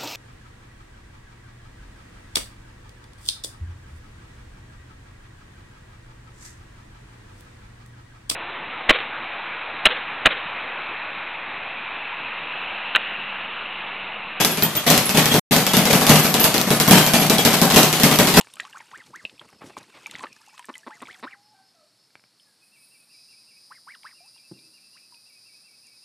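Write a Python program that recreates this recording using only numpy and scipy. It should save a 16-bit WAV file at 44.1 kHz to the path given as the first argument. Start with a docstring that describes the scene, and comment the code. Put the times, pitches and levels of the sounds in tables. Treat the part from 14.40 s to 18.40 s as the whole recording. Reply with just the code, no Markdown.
"""A speed bag is punched against its round wooden platform in a hard-walled gym. From the first blow, each
punch or rebound thumps the board, slaps the leather and sets the platform rattling; the metal swivel clicks and
squeaks, the bracket clanks now and then, and the room smears it all. About a second in, the sound drops out
briefly. The punching runs on, the big blows overloading the microphone, and just before the last one a deep
shudder runs through the stand."""
import sys
import numpy as np
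from scipy import signal
from scipy.fft import rfft, irfft
from scipy.io import wavfile
from scipy.ndimage import uniform_filter1d

SR = 44100
rng = np.random.default_rng(int(sys.argv[2]) if len(sys.argv) > 2 else 0)


def master_out(mix):
    """Clip the mix to full scale and print it as 16-bit PCM to the path in sys.argv[1]."""
    frames = np.transpose(np.atleast_2d(mix))
    ceiling = np.clip(frames, -1, 1)
    pcm = np.round(ceiling * 32767).astype(np.int16)
    wavfile.write(sys.argv[1], SR, pcm)


N = 176400
T = np.arange(SR // 2) / SR  # the half second that each hit gets to ring out

# The fist punches the bag and the bag rebounds off the board.
# Each row: start in seconds, thump level in dB, slap level in dB.
HITS = [(0.0, -19, -4), (0.0473, -11.5, -11.5), (0.172, -13.5, -14), (0.221, -12, -10.5),
        (0.35, -27, -12.5), (0.464, -9.5, -1.5), (0.5005, -5.5, -0.5), (0.577, -14, -12),
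        (0.692, -16, -9.5), (0.744, -4.5, -9.5), (0.7727, -2, -3), (0.856, -9, -8), (0.912, -7, -9),
        (0.9401, 0.5, -8.5), (1.105, -8.5, -8.5), (1.117, -1.5, -4), (1.164, -6, -8.5), (1.266, -17, -8.5),
        (1.334, -8, -4), (1.3677, -2.5, -8.5), (1.453, -7, -7.5), (1.500, -15, -4.5), (1.5294, 1, -6.5),
        (1.612, -8, -7.5), (1.667, -12, -4), (1.6919, 6, 0), (1.7566, -5, -5.5), (1.845, -8, -8),
        (1.941, -6.5, -6), (1.998, -9, -9), (2.040, -9, -5), (2.140, -13, -6.5), (2.180, -9, -18),
        (2.269, -7.5, -14), (2.3048, -2, -7.5), (2.4, -10.5, -6), (2.477, -2.5, -5.5), (2.508, 5.5, 2.5),
        (2.5718, -5.5, -4), (2.665, -7.5, -9), (2.7353, -1.5, -2.5), (2.8166, -5.5, -9), (2.8973, -0.5, -5),
        (2.983, -10, -6.5), (3.0505, -2, -1.5), (3.132, -8.5, -6), (3.2148, -0.5, -4.5), (3.301, -15, -5),
        (3.335, -7.5, -7), (3.3601, 4, 1.5), (3.431, -7.5, -9), (3.528, -12, -8), (3.599, -9, -9),
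        (3.6338, 1, -2.5), (3.712, -7.5, -6), (3.7875, 0, -2), (3.872, -8.5, -5.5), (3.940, -8, -4.5),
        (3.9675, 4.5, 1)]


def board():
    """Each punch or rebound rings and knocks the platform a little differently; the walls answer."""
    # Ring of board, frame and bag. Each row: pitch in Hz, level in dB, 60 dB decay time in seconds.
    modes = [(123.1, -11, 0.66), (155.6, 1.5, 0.57), (186.4, -2.5, 0.64), (187, -2, 0.18),
             (227.7, -7.5, 0.35), (255.4, -1, 0.18), (280.1, -3, 0.4), (320, -12, 0.075), (431.4, 2, 0.2),
             (471.4, -15, 0.38), (566, -7, 0.23), (664, -9, 0.395), (744, -9, 0.99)]
    # Tight knock as the bag flattens on impact. Each row: pitch in Hz, level in dB, 60 dB decay time
    # in seconds, share from 0 to 1 by which it follows the slap rather than the thump.
    knock_modes = [(214.7, -1.5, 0.034, 0), (432.5, -14, 0.054, 0.7), (619.5, -15, 0.052, 0.15),
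                   (781, -18.5, 0.046, 0.3)]
    # Near walls and ceiling throw the knock back. Each row: delay in seconds, level in dB.
    wall_echoes = [(0.0213, -5.5), (0.0384, -8.5), (0.056, -13.5), (0.066, -14)]
    ring_db, ring_rise_s, scatter_db, ring_detune = -19, 0.009, 1.5, 0.01484
    knock_db, knock_rise_s, knock_lag_s, knock_detune = 5, 0.0045, 0.00337, 0.022
    out = np.zeros((2, N))
    pan = amp(np.array([[1.25], [-1.25]]))  # a touch to the left
    for start, thump_db, slap_db in HITS:
        ring = knock = 0
        for hz, db, t60 in modes:
            strength, tuning, polarity = rng.standard_normal(3)
            gain = np.sign(polarity) * amp(db + scatter_db * strength)
            ring += gain * fade(ring_rise_s, t60) * tone(hz * (1 + ring_detune * tuning))
        add(out, start, amp(ring_db + thump_db) * ring * pan)
        for hz, db, t60, share in knock_modes:
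            gain = amp(knock_db + db + thump_db + share * (slap_db - thump_db))
            pitch = hz * (1 + knock_detune * rng.standard_normal())
            knock += gain * fade(knock_rise_s, t60) * tone(pitch) * pan
        add(out, start + knock_lag_s, knock)
        for lag, db in wall_echoes:
            add(out, start + knock_lag_s + lag, amp(db) * knock)
    return out


def bag():
    """The dull thump and rattling leather slap of every hit, each with its wash in the room."""
    # Dark body of the thump. Each row: frequency in Hz, relative level in dB.
    thump_spectrum = [(25, -35.5), (75, -31), (110, -11.5), (170, -2.5), (255, -2), (340, -3), (450, -5),
                      (750, -6.5), (1300, -8.5), (3000, -19)]
    # Bright smack of the leather. Each row: frequency in Hz, relative level in dB.
    slap_spectrum = [(60, -16), (150, 6), (400, 1.5), (800, 1.5), (1400, -2.5), (2100, -1), (3200, 0),
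                     (5000, -4.5), (8000, -7.5), (10200, -11), (11200, -6), (14000, -7.5)]
    out, thumps, slaps = np.zeros((2, N)), noise(thump_spectrum), noise(slap_spectrum)
    # A fast hit plus a slower bloom in the room.
    thump_shape = amp(-20) * fade(0.0019, t60_s=0.21) + amp(-17) * fade(0.017, t60_s=0.54)
    slap_shape = amp(-10) * fade(0.0026, t60_s=0.15) + amp(-11.5) * fade(0.017, t60_s=0.67)
    for start, thump_db, slap_db in HITS:
        add(out, start, amp(thump_db) * thump_shape * piece(thumps))
        add(out, start, amp(slap_db) * slap_shape * rattle() * clatter(piece(slaps)))
    return out


def swivel_clicks():
    """The joint scrapes and snaps taut: a sharp click, its echo off the board, and a faint room tail."""
    # The swivel's clicks. Each row: start in seconds, level in dB.
    clicks = [(0.0481, 7), (0.173, -12), (0.223, -2), (0.3526, -12), (0.4742, -11), (0.5013, 8),
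              (0.5777, 5), (0.6927, -4.5), (0.7729, 6), (0.8569, -0.5), (0.9409, -1), (1.164, 0.5),
              (1.266, 0), (1.3342, -0.5), (1.3683, 1), (1.4538, -2.5), (1.53, 0), (1.6116, -6), (1.6666, 2),
              (1.6941, 6.5), (1.757, -1), (1.845, -8), (1.941, 1), (1.9975, -6), (2.0416, 7), (2.1417, -5),
              (2.1799, -3.5), (2.2138, -1), (2.3045, -4), (2.4, 5), (2.4772, -3), (2.509, 6), (2.6642, -3),
              (2.7353, 1), (2.816, -12), (2.866, -8), (2.8977, 4), (2.9831, -1), (3.05, 4), (3.1313, -6),
              (3.2152, 2), (3.3014, -6), (3.3603, 5), (3.431, 7), (3.5277, -2.5), (3.5991, -3),
              (3.6337, 10), (3.7127, -3.5), (3.7584, -3), (3.7878, 5), (3.8716, -5), (3.9393, -5),
              (3.9689, -9)]
    # Grit of the scrape. Each row: frequency in Hz, relative level in dB.
    grit_spectrum = [(200, -11), (1200, -6.5), (3000, -19), (5000, 6.5), (7500, 3.5), (10000, -2),
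                     (12000, 1), (14000, 6)]
    # Ping of the steel. Each row: pitch in Hz, level in dB, 60 dB decay time in seconds.
    steel_modes = [(1200, -15.5, 0.0094), (2260, -13.5, 0.0059), (3850, 1.5, 0.0031), (5400, -0.5, 0.0036),
                   (7380, -1, 0.0021), (11360, 4, 0.002)]
    snap_db, snap_lag_s, snap_detune, echo_db, echo_lag_s = -5, 0.0008, 0.18, -13, 0.0042
    out, grit = np.zeros((2, N)), noise(grit_spectrum)
    scrape = amp(3) * fade(0.00045, t60_s=0.0035)
    room_tail = amp(-20.5) * fade(0.0032, t60_s=0.21)
    t = T[:SR // 20]
    for start, db in clicks:
        snap = 0
        for hz, mode_db, t60 in steel_modes:
            pitch = hz * (1 + snap_detune * rng.uniform(-1.2, 1, (2, 1)))
            decay = np.exp(-np.log(1000) * t / t60)
            snap += amp(snap_db + db + mode_db) * np.sin(2 * np.pi * pitch * t) * decay
        add(out, start, amp(db) * (scrape * piece(grit) + room_tail * clatter(piece(grit))))
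        add(out, start + snap_lag_s, snap)
        add(out, start + snap_lag_s + echo_lag_s, amp(echo_db) * snap)
    return out


def swivel_squeaks():
    """Dry metal scratches in the joint and rings very high; the pitch sags as the swing slows."""
    # Each row: start in seconds, opening pitch in Hz, level in dB, 60 dB decay time in seconds.
    squeaks = [(0.109, 11500, -4, .2), (0.229, 13850, 8.5, 0.12), (0.365, 13840, 8, .08),
               (0.652, 11160, -2, 0.2), (1.365, 12800, -1, .14), (1.555, 11300, -6, .18),
               (1.786, 12400, 0, 0.22), (1.83, 12200, -2, .2), (1.895, 12500, -2, .15),
               (1.999, 12550, 8, 0.12), (2.030, 12030, 7, .15), (2.042, 11000, 0, .15),
               (2.355, 11160, -4, .1), (2.480, 13350, 7, .12), (2.64, 12140, -3, 0.4),
               (2.794, 11530, 2, .17)]
    squeak_db, ring_width_hz, scratch_db, scratch_width_hz, sag_hz_per_s = -17, 150, -14, 680, 4400
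    out = np.zeros((2, N))
    f = np.fft.rfftfreq(len(T), 1 / SR)
    sag = np.exp(-1j * np.pi * sag_hz_per_s * T ** 2)
    for start, hz, db, t60 in squeaks:
        ring = 1 / (1 + ((f - hz) / ring_width_hz) ** 2)
        scratch = amp(scratch_db) / (1 + ((f - hz) / scratch_width_hz) ** 2)
        steady = irfft(rfft(rng.standard_normal((2, len(T)))) * (ring + scratch))
        squeak = (signal.hilbert(steady) * sag).real  # slides the whole band down
        add(out, start, amp(squeak_db + db) * squeak / squeak.std() * rattle() * fade(0.0037, t60))
    return out


def stand():
    """The platform's metal bracket clanks now and then; just before the last blow a deep shudder sets in."""
    # The bracket's clanks. Each row: start in seconds, level in dB.
    clanks = [(0.371, -1), (0.474, -2), (0.911, 2.5), (1.292, -4), (2.982, 3.5)]
    # Ring of the bracket. Each row: pitch in Hz, level in dB.
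    bracket_modes = [(1416, -17), (2429, -18), (2790, -7.5), (3260, -8.5), (3315, 5)]
    # Low rumble of the stand. Each row: frequency in Hz, relative level in dB.
    shudder_spectrum = [(20, 0), (45, 3), (80, -5), (150, -29), (600, -58)]
    clank_db, shudder_db, shudder_start_s = -23, -15, 3.955
    out = np.zeros((2, N))
    for start, db in clanks:
        ring = sum(amp(mode_db) * np.sin(2 * np.pi * (hz * T + rng.random((2, 1))))
                   for hz, mode_db in bracket_modes)
        add(out, start, amp(clank_db + db) * ring * rattle() * fade(0.0026, t60_s=0.17))
    shudder = piece(noise(shudder_spectrum)) * fade(0.01, t60_s=0.37)
    add(out, shudder_start_s, amp(shudder_db) * shudder)
    return out


def rattle(steps_per_s=260, depth_db=1.5):
    """Loose fittings put an uneven flutter on the level."""
    step = int(SR / steps_per_s)
    gains = amp(depth_db * rng.standard_normal(len(T) // 10))
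    return uniform_filter1d(gains[np.arange(len(T)) // step], step // 2)


def clatter(sound, depth_db=3.5, spacing_hz=70):
    """Dense, uneven resonances of wood and hardware colour the sound; it comes back at unit rms."""
    f = np.fft.rfftfreq(len(T), 1 / SR)
    knots = np.arange(len(f) // 2)
    peaks_db = depth_db * np.interp(f / spacing_hz, knots, rng.standard_normal(len(knots)))
    coloured = irfft(rfft(sound) * amp(peaks_db))
    return coloured / coloured.std()


def room_tone():
    """The steady, quiet wash of the gym."""
    # Each row: frequency in Hz, relative level in dB.
    gym_spectrum = [(25, -31), (65, -22), (85, -6), (160, -23), (400, -8.5), (1000, 0), (3000, -5.5),
                    (9000, -13.5), (12000, -7), (15000, -21.5)]
    return amp(-32.5) * noise(gym_spectrum)


def noise(spectrum):
    """Coloured stereo noise of unit rms: narrow in the low mids, wide in the treble."""
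    # The stereo image. Each row: frequency in Hz, side minus mid in dB, left minus right in dB.
    image = [(30, 0, -7.5), (60, -10, 1), (120, -20.5, 2.5), (500, -16.5, 2.5), (1000, -14, 2.5),
             (2000, -5.5, 0.6), (4000, -0.5, 2.4), (12000, -1.5, 0.2)]
    log_f = np.log(np.maximum(np.fft.rfftfreq(N, 1 / SR), 1))

    def curve(table, column):
        rows = np.array(table)
        return amp(np.interp(log_f, np.log(rows[:, 0]), rows[:, column]))

    mid, side = np.exp(2j * np.pi * rng.random((2, len(log_f))))
    width, lean = curve(image, 1), np.sqrt(curve(image, 2))
    pair = np.array([(mid + width * side) * lean, (mid - width * side) / lean])
    coloured = irfft(pair * curve(spectrum, 1) / np.hypot(1, width), N)
    return coloured / coloured.std()


def piece(long_noise):
    """A random stretch of a long noise, one hit long."""
    i = rng.integers(N - len(T))
    return long_noise[:, i:i + len(T)]


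def tone(hz):
    """A sine, one hit long."""
    return np.sin(2 * np.pi * hz * T)


def fade(rise_s, t60_s):
    """Quick swell, then a decay of 60 dB every t60_s."""
    return (1 - np.exp(-T / rise_s)) * np.exp(-np.log(1000) * T / t60_s)


def amp(db):
    """Decibels to gain."""
    return 10 ** (np.asarray(db) / 20)


def add(out, start_s, sound):
    """Mix a sound in at its time."""
    i = max(0, int(start_s * SR))
    n = max(0, min(sound.shape[-1], N - i))
    out[:, i:i + n] += sound[..., :n]


def scene():
    """Board, bag, stand and swivel over the room tone of the gym."""
    return board() + bag() + stand() + swivel_clicks() + swivel_squeaks() + room_tone()


def record(dry):
    """The microphone overloads on the peaks, the sound drops out once, and the very top is cut."""
    dropout_start_s, dropout_end_s, top_hz = 0.995, 1.110, 14250
    t = np.arange(N) / SR
    gate = uniform_filter1d(1. 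* ((t < dropout_start_s) | (t > dropout_end_s)), size=64)
    soft_clipped = dry / (1 + dry ** 6) ** (1 / 6)
    lowpass = signal.ellip(10, .2, 60, top_hz, fs=SR, output="sos")
    return signal.sosfilt(lowpass, soft_clipped * gate)


dry = scene()
out = record(dry)
master_out(out)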